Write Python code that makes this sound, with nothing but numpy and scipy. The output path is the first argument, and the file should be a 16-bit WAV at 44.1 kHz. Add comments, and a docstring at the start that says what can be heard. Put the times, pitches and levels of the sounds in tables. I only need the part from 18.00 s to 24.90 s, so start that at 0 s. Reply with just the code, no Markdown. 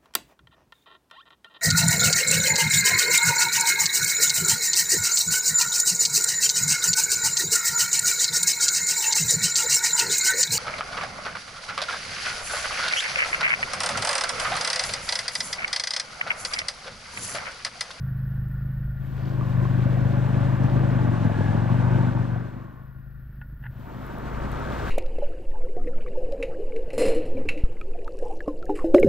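"""A V-twin quad bike wades through water, heard from the rider's seat. It idles in a narrow image, each
firing ringing the exhaust pipe. At 1 s it pulls: the image widens, the exhaust barks, panels sing and
water churns and plops. From 2.5 s it bogs down and misfires, then drops back to idle as the water muffles
the silencer. In the lull the bodywork clacks twice, the second time over a thud of the hull. From 5.7 s
it pulls again, pushing a bow wave that bubbles and sprays around the wheels."""
import sys
import numpy as np
from scipy import signal
from scipy.fft import rfft, irfft, next_fast_len
from scipy.io import wavfile
from scipy.ndimage import map_coordinates

SR = 44100
rng = np.random.default_rng(int(sys.argv[2]) if len(sys.argv) > 2 else 0)


def log_audio(samples):
    """Write samples as a 16-bit WAV file to the path given in sys.argv[1]."""
    # one column per channel
    frames = np.atleast_2d(samples).T
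    # limit to full scale, then quantise
    limited = np.clip(frames, -1, 1)
    pcm = np.round(limited * 32767).astype(np.int16)
    wavfile.write(sys.argv[1], SR, pcm)


N = 304290

# thin high hiss, its tone: freq_hz, gain_db
HISS_TONE = [(9000, -55), (11000, -26), (11500, -11), (12200, 0), (13100, -8), (14200, -6), (15700, -7)]
# fader ride of the hiss: time_s, level_db
HISS_RIDE = [(0.0, -67), (4.59, -76.5), (6.05, -69), (6.61, -70.5), (6.9, -64)]
# drops striking close by: start_s, level_db
DROP_HITS = [(0.4866, -44.5), (5.7962, -43.5), (6.0658, -34), (6.1844, -33), (6.5168, -28), (6.5986, -36)]
# valve rustle with a faint high sizzle near 5 kHz: freq_hz, gain_db
RUSTLE_SIZZLE_TONE = [(350, -11.5), (700, -28), (1040, -31.5), (1130, -9.5), (1250, -15.5), (1440, 0.5),
                      (1600, -8.5), (1850, -5.5), (2050, -22), (3200, -29.5), (5300, -35), (6500, -58)]
# narrow resonances swelling in turn, singing panels and two brief splashes (first and last row):
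# centre_s, length_s, pitch_hz, width_hz, level_db
NARROW_SWELLS = [(1.263, 0.16, 4560, 606, -64), (1.542, 0.65, 1033, 90, -48.5),
                 (2.449, 1.72, 565.3, 21.85, -43), (3.402, 0.91, 849, 45.4, -42.5),
                 (3.942, 0.63, 893, 54.6, -42.5), (3.415, 0.37, 1668, 55, -43.5),
                 (3.953, 0.47, 1516, 61, -46.5), (4.677, 0.51, 1088, 70, -58.5),
                 (6.85, 0.55, 1530, 150, -44.5)]
# bodywork contacts: start_s, level_db, decay_s (to -60 dB)
CLACK_HITS = [(5.414, -39, .03), (5.626, -49, .07), (5.638, -44, .09), (5.653, -45, .05),
              (5.663, -37.5, .035)]
# resonances of a plastic panel: pitch_hz, width_hz, gain_db
PANEL_MODES = [(880, 120, -5.5), (1450, 27, 8.5), (1740, 230, -1.5), (2080, 210, -7), (2680, 280, -15)]
# water plopping against the hull: start_s, level_db, pitch_hz
PLOP_HITS = [(1.411, -28, 1107), (1.653, -27.5, 1039), (1.97, -25, 658), (3.297, -23, 655),
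             (4.361, -32, 710)]
# fizz of flung spray: freq_hz, gain_db
SPRAY_TONE = [(1290, -19.5), (2200, -2), (3600, -5), (5040, -12), (7650, -16), (9880, -22.5),
              (11000, -34.5), (14300, -57.5), (22000, -120)]
# mechanical clatter of the engine: freq_hz, gain_db
CLATTER_TONE = [(180, -25), (300, 4), (367, 0), (420, -12.5), (567, -5), (655, -8.5), (883, -9.5),
                (1180, -8), (1290, -17.5), (1530, -9), (2160, -20.5), (3000, -28.5), (3900, -59),
                (6600, -120)]
# wash of the bow wave: freq_hz, gain_db
WASH_TONE = [(76, -17.5), (130, -10.5), (392, -8), (717, -11.5), (828, -16), (920, -7.5), (995, -13.5),
             (1150, -10), (1500, -13), (2220, -25), (3000, -37.5), (3900, -67), (6600, -120)]
# engine speed: time_s, cycle_rate_hz
ENGINE_SPEED = [(0.0, 26.04), (0.55, 25.75), (1.2, 26.58), (1.5, 24.9), (2.2, 25.42), (2.9, 25.76),
                (3.2, 22.32), (3.4, 20.69), (3.65, 23.84), (3.95, 24.75), (4.36, 23.97), (4.85, 26.39),
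                (6.2, 25.74), (6.9, 29.61)]
# the silencer booms in the shallows and is muffled once it dips under: time_s, thump_db, exhaust_db
ENGINE_RIDE = [(0.05, -39.5, -29), (0.86, -32, -30), (1.05, -40, -33), (1.58, -37, -21.5),
               (2.83, -35.5, -21), (3.31, -40.5, -23.5), (3.97, -37, -19.5), (4.35, -43, -27),
               (4.71, -48.5, -44), (5.52, -40, -43.5), (5.94, -45.5, -42.5), (6.39, -34.5, -37),
               (6.85, -34.5, -36.5)]
# bursts of throttle: open_s, shut_s, churn_db, churn_rise_s, spray_db, bark_db, bark_rise_s
THROTTLE = [(.93, 4.015, -33, 1.02, -50.5, -30.5, 1.06), (5.678, 6.9, -30, 1.55, -51, -41, 0.29)]
# misfires, weakening any firing that falls close by: time_s, dip_db
MISFIRE_DIPS = [(2.565, -7), (2.685, -7), (3.17, -5), (3.35, -6), (3.5, -4), (3.635, -4), (4.125, -7),
                (4.26, -5), (4.5, -8), (4.71, -7)]
# boom of the exhaust pipe and silencer: freq_hz, gain_db
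PIPE_TONE = [(30, -20), (70, -25.5), (84, 4), (104, 8.5), (126, 6.5), (152, 6), (178, -4), (205, -14),
             (260, -23), (400, -42.5), (900, -97.5)]
# hard edge of a loaded firing: freq_hz, gain_db
BARK_TONE = [(90, -20.5), (170, -7), (205, 1), (245, 3), (290, -7), (350, -12.5), (450, -22), (600, -18.5),
             (1200, -30), (2500, -64.5)]
# stereo balance: freq_hz, left_minus_right_db
STEREO_LEAN = [(60, 4), (110, 7.5), (200, -0.5), (380, -2.0), (700, -2.5), (1290, 1.5), (2380, 3.5),
               (4400, 8), (8120, 13.5), (15000, 9)]
# phase between the sides: freq_hz, left_lead_rad
STEREO_LEAD = [(100, -0.39), (340, -1.42), (780, -1.4), (1300, -1.08), (1890, -0.63), (2300, -0.13),
               (4300, -0.11), (6000, 0.25)]
# how alike the sides are in water and clatter: freq_hz, correlation
STEREO_LIKENESS = [(100, 0.77), (300, 0.9), (700, 1), (1400, 0.92), (3100, 0.98), (5000, 0.33), (7000, 0.4),
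                   (12000, .1)]

IDLE_RATE_HZ, IDLE_DB = 26, -29  # cycle rate and exhaust level at a dry idle
IDLE_BARK_DB, IDLE_CLATTER_DB, IDLE_FIZZ_DB, RUSTLE_DB = -50.5, -58, -76.5, -55  # beds at a dry idle
BARK_FOLLOW, CLATTER_FOLLOW, RUSTLE_FOLLOW = .55, .75, 0.48  # dB these beds move per dB of exhaust
COAST_S, COAST_POWER = 1.265, 2.78  # time to stop after the throttle shuts; curve of the fade
SINK_S, SUNK_S = 4.1, 6.9  # the machine settles into deep water between these times
LUG_DB_PER_HZ, FLING_DB_PER_HZ = 0.53, 1.88  # more bark below idle speed, more spray above it
TURBULENT_DRY_DB, TURBULENT_SUNK_DB = -14.5, -1.5  # gas noise against the clean pulses in the pipe
SCATTER_DB, SCATTER_SUNK_DB, SCATTER_LUG_DB_PER_HZ = 0.62, 2.5, 0.29  # unevenness of the firings
KICK_AFTER_S, KICK_SHARE = .075, 0.32  # kick after a misfire: its delay, its share of the lost dB
WIDE_AT = 0.078  # share of the throttle envelope at which the image is fully open
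TOP_HZ = 15750


def amp(db):
    """Decibels to gain."""
    return 10 ** (np.asarray(db) / 20)


def unit(x):
    """Scale so that the mean of the channels has rms 1."""
    return x / np.sqrt(np.mean(np.atleast_2d(x).mean(0) ** 2) + 1e-20)


def clock():
    """The time of each sample in seconds."""
    return np.arange(N) / SR


def along(points, hz):
    """Read (freq_hz, value) points on a log frequency axis."""
    freqs, values = np.transpose(points)
    return np.interp(np.log(hz + 1), np.log(freqs + 1), values)


def curves(rows):
    """One automation curve for each column after the time."""
    times, *columns = np.transpose(rows)
    return [np.interp(clock(), times, column) for column in columns]


def wobble(rate_hz):
    """A smooth random curve with rate_hz knots a second."""
    return map_coordinates(rng.standard_normal(int(N * rate_hz / SR) + 4), [clock() * rate_hz])


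def noise():
    """White stereo noise."""
    return rng.standard_normal((2, N))


def filtered(x, response):
    """Shape x with a complex frequency response."""
    size = next_fast_len(N + SR // 2)
    return irfft(rfft(x, size) * response(np.fft.rfftfreq(size, 1 / SR)), size)[..., :N]


def coloured(x, tone):
    """Minimum-phase EQ through (freq_hz, gain_db) points."""
    size = 8192
    cepstrum = irfft(np.log(amp(along(tone, np.fft.rfftfreq(size, 1 / SR)))))
    cepstrum[1:size // 2] *= 2
    cepstrum[size // 2 + 1:] = 0
    ring = irfft(np.exp(rfft(cepstrum)))
    return signal.oaconvolve(x, ring if x.ndim == 1 else ring[None], axes=-1)[..., :N]


def resonant(x, modes):
    """Ring (pitch_hz, width_hz, gain_db) resonances of alternating polarity."""
    band = lambda hz, pitch, width: 1j * hz * width / (pitch ** 2 - hz ** 2 + 1j * hz * width)
    return filtered(x, lambda hz: sum((-1) ** k * amp(db) * band(hz, pitch, width)
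                                      for k, (pitch, width, db) in enumerate(modes)))


def paired(two):
    """Blend two unrelated signals into a partly alike left and right."""
    turn = lambda hz: np.arccos(np.clip(along(STEREO_LIKENESS, hz), -1, 1)) / 2
    mid, side = filtered(two, lambda hz: np.array([np.cos(turn(hz)), np.sin(turn(hz))]))
    return np.array([mid + side, mid - side])


def pull(open_s, shut_s, rise_s, power=COAST_POWER):
    """Envelope of one burst of throttle: it builds with a lag, then coasts to a stop."""
    build = 1 - np.exp(-np.maximum(clock() - open_s, 0) / rise_s)
    coast = np.clip(1 - (clock() - shut_s) / COAST_S, 0, 1)
    return build * coast ** power


def puffs(pulses, decay_s):
    """An envelope that jumps at each firing and dies away."""
    return unit(signal.lfilter([1], [1, -np.exp(-1 / (SR * decay_s))], pulses))


def lugging_hz():
    """How far the load drags the cycle rate below idle."""
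    return np.maximum(IDLE_RATE_HZ - curves(ENGINE_SPEED)[0], 0)


def depth():
    """0 in the shallows, 1 in deep water."""
    return np.clip((clock() - SINK_S) / (SUNK_S - SINK_S), 0, 1)


def effort_db():
    """The exhaust level over that of a dry idle."""
    return curves(ENGINE_RIDE)[1] - IDLE_DB


def turbulence():
    """The exhaust's share of gas noise, growing with depth."""
    return amp(TURBULENT_DRY_DB + (TURBULENT_SUNK_DB - TURBULENT_DRY_DB) * depth())


def hiss():
    """A thin, flickering hiss at the top of the mix."""
    level_db, = curves(HISS_RIDE)
    return amp(level_db + 2.2) * unit(coloured(noise() * amp(wobble(70)), HISS_TONE))


def drops():
    """Flung water lands in tiny bright ticks."""
    t = clock()
    ticks = sum(amp(db - 14 - 60 * np.abs(t - s) / 0.0075) * (t >= s) for s, db in DROP_HITS)
    return ticks * unit(coloured(noise(), [(2000, -22), (6000, -10.5), (12000, -1), (16000, 0)]))


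def rustle_and_sizzle(cycle):
    """Valve rustle with a faint high sizzle, pulsing lightly four times a cycle."""
    taps = (1 + 0.13 * np.cos(8 * np.pi * cycle)) * amp(1.1 * wobble(60))
    rustle = unit(coloured(taps * rng.standard_normal(N), RUSTLE_SIZZLE_TONE))
    return amp(RUSTLE_DB + RUSTLE_FOLLOW * effort_db()) * rustle


def narrow_swells(pulses):
    """Firings and noise ring narrow resonances that swell in turn: singing panels and two splashes."""
    shake = unit(pulses) + 0.89 * rng.standard_normal(N)
    swell = lambda centre_s, length_s: np.exp(-(2 * (clock() - centre_s) / length_s) ** 2)
    peak = lambda x, hz, width: signal.lfilter(*signal.iirpeak(hz, hz / width, SR), x)
    ring = lambda hz, width: unit(peak(peak(shake, hz, width), hz, 4 * width))
    return sum(amp(db) * swell(s, length) * ring(hz, width) for s, length, hz, width, db in NARROW_SWELLS)


def hull_thud(start_s=5.64, level_db=-30, pitch_hz=120, decay_s=.3):
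    """A soft bump sets the hull booming for a moment."""
    age = np.maximum(clock() - start_s, 0)
    attack = 1 - np.exp(-age / .008)
    return amp(level_db - 60 * age / decay_s) * attack * np.sin(2 * np.pi * pitch_hz * age)


def bodywork_clacks():
    """Short rattling contacts ring a dull plastic panel."""
    t = clock()
    blows = sum(amp(db - 60 * np.abs(t - s) / decay) * (t >= s) for s, db, decay in CLACK_HITS)
    panel = lambda x: coloured(resonant(x, PANEL_MODES), [(2900, 8), (3600, 1), (6000, -19), (12000, -56)])
    rattle = rng.standard_normal(N)
    return panel(blows * rattle) / np.std(panel(rattle))


def plops():
    """Single large bubbles ring briefly and rise in pitch."""
    total = np.zeros(N)
    for start_s, db, hz in PLOP_HITS:
        age = np.maximum(clock() - start_s, 0)
        total += amp(db - 60 * age / 0.041) * np.sin(2 * np.pi * hz * age * (1 + 4 * age))
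    return total


def bubbles(count, centre_hz, cycles, spread_db):
    """A cloud of damped tones that rise in pitch, scattered in time and pan."""
    start, pan = rng.integers(0, N, count), rng.uniform(0, np.pi, count)
    pitch_hz = np.clip(centre_hz * 2 ** rng.standard_normal((count, 1)), 200, 12000)
    gain = amp(spread_db * np.minimum(rng.exponential(size=(count, 1)), 4))
    offset = np.arange(int(SR * np.clip(2 * cycles / centre_hz, .002, .016)))
    age = pitch_hz * offset / SR / cycles  # in bubble lifetimes
    chirp = 1 + 0.054 * np.minimum(age, 2)
    grains = gain * np.exp(-2 * age) * np.sin(2 * np.pi * cycles * age * chirp)
    spots = (start[:, None] + offset).ravel()
    return unit(np.array([np.bincount(spots, (grains * side[:, None]).ravel(), N + SR)[:N]
                          for side in (np.cos(pan), np.sin(pan))]))


def spray(rise_s=0.49):
    """The wheels fling a fizz of noise and fine bubbles, lagging the throttle."""
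    flung = sum(amp(db) * pull(opens, shuts, rise_s) for opens, shuts, _, _, db, *_ in THROTTLE)
    racing_hz = np.maximum(curves(ENGINE_SPEED)[0] - IDLE_RATE_HZ, 0)
    idle_gain = amp(IDLE_FIZZ_DB + RUSTLE_FOLLOW * effort_db())
    gain = np.hypot(flung * amp(FLING_DB_PER_HZ * racing_hz), idle_gain)
    fizz = unit(noise()) * amp(1.1 * wobble(25))
    fizz += amp(-10) * bubbles(count=5000, centre_hz=4780, cycles=3.1, spread_db=3)
    return amp(-2.5) * gain * unit(coloured(paired(fizz), SPRAY_TONE))


def clatter_and_wash(pulses):
    """Over gurgling bubbles, throbbing engine clatter crossfades with depth into the bow wave."""
    churned = sum(amp(db) * pull(opens, shuts, rise) for opens, shuts, db, rise, *_ in THROTTLE)
    gain = np.hypot(churned, amp(IDLE_CLATTER_DB + CLATTER_FOLLOW * effort_db()))
    froth = paired(bubbles(count=2500, centre_hz=943, cycles=6.5, spread_db=1.9))
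    gurgle = unit(coloured(froth, [(200, -7), (500, -5.5), (1600, -9.5), (2500, -18), (8000, -19)]))
    rush = paired(noise())
    throb = 1.5 + puffs(pulses, decay_s=0.045)
    clatter = unit(coloured(rush * throb * amp(0.72 * wobble(45)), CLATTER_TONE))
    wash = unit(coloured(rush * amp(1.4 * wobble(30)), WASH_TONE))
    return gain * (amp(-2) * (1 - depth()) * clatter + amp(1.5) * depth() * wash + amp(-6.5) * gurgle)


def firings(cycle, first=.765, gap=.402):
    """One pulse per cylinder, gap cycles apart; unburnt fuel from a misfire kicks a later firing."""
    whole = np.arange(-1, int(cycle[-1]) + 1)
    turns = np.concatenate([whole + first, whole + first + gap])
    at = np.searchsorted(cycle, turns[(turns > 0) & (turns < cycle[-1])])
    near = lambda s: np.exp(-((at / SR - s) / 0.018) ** 2)
    stumble_db = sum(db * (near(s) - KICK_SHARE * near(s + KICK_AFTER_S)) for s, db in MISFIRE_DIPS)
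    spread_db = SCATTER_DB + SCATTER_SUNK_DB * depth() + SCATTER_LUG_DB_PER_HZ * lugging_hz()
    scatter_db = spread_db * rng.standard_normal(N)
    return np.bincount(at, amp(stumble_db + scatter_db[at]), N)


def engine_thump(cycle):
    """The engine rocks the machine at its two lowest orders, over a turbulent rumble."""
    level_db, _ = curves(ENGINE_RIDE)
    rumble_tone = [(12, -13), (30, 2.5), (55, 12), (85, 7.5), (140, -7.5), (300, -78.5)]
    rumble = unit(coloured(rng.standard_normal(N), rumble_tone))
    orders = 0.63 * np.cos(2 * np.pi * (cycle - .45)) + np.cos(4 * np.pi * (cycle - .28))
    rocking = unit(orders) * amp(0.67 * wobble(6.8))
    share = 0.94 * np.sqrt(turbulence())
    return amp(level_db + 0.5) * (rocking + share * rumble) / np.hypot(1, share)


def exhaust(pulses):
    """Firings and their puffs of turbulent gas ring the pipe and bark under load."""
    _, pipe_db = curves(ENGINE_RIDE)
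    load = sum(amp(db) * pull(opens, shuts, rise) for opens, shuts, *_, db, rise in THROTTLE)
    idle_gain = amp(IDLE_BARK_DB + BARK_FOLLOW * effort_db())
    bark_gain = np.hypot(load * amp(LUG_DB_PER_HZ * lugging_hz()), idle_gain)
    gas = puffs(pulses, decay_s=.007) * rng.standard_normal(N)

    def voiced(tone, share):
        """Clean pulses and gas through one EQ, blended at constant power."""
        return (unit(coloured(pulses, tone)) + share * unit(coloured(gas, tone))) / np.hypot(1, share)

    pipe = voiced(PIPE_TONE, turbulence())
    bark = voiced(BARK_TONE, 3.16 * turbulence())
    return amp(pipe_db + 0.74) * pipe + bark_gain * bark


def scene():
    """Bass and treble lean left; all but the hiss and drops close to mono while the engine idles and widen as
    the throttle opens."""
    cycle = np.cumsum(curves(ENGINE_SPEED)[0]) / SR
    pulses = firings(cycle)
    rustle, air = rustle_and_sizzle(cycle), hiss()
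    mix = rustle + exhaust(pulses) + engine_thump(cycle) + clatter_and_wash(pulses) + spray()
    mix += narrow_swells(pulses) + plops() + bodywork_clacks() + hull_thud()
    lean = lambda hz: 2 / (1 + amp(np.outer([-1, 1], along(STEREO_LEAN, hz))))
    # the two sides hear the machine out of step
    lead = lambda hz: 1 + 1j * np.outer([1, -1], np.tan(along(STEREO_LEAD, hz) / 2))
    left, right = filtered(mix, lambda hz: lean(hz) * lead(hz))
    pulling = sum(pull(opens, shuts, rise, power=1) for opens, shuts, _, rise, *_ in THROTTLE)
    width = np.clip(pulling / WIDE_AT, 0, 1)
    mid, side = (left + right) / 2, width * (left - right) / 2
    return np.array([mid + side, mid - side]) + filtered(air + drops(), lean)


def record(dry):
    """A brick-wall low-pass trims the very top."""
    return filtered(dry, lambda hz: hz < TOP_HZ)


dry = scene()
out = record(dry)
log_audio(out)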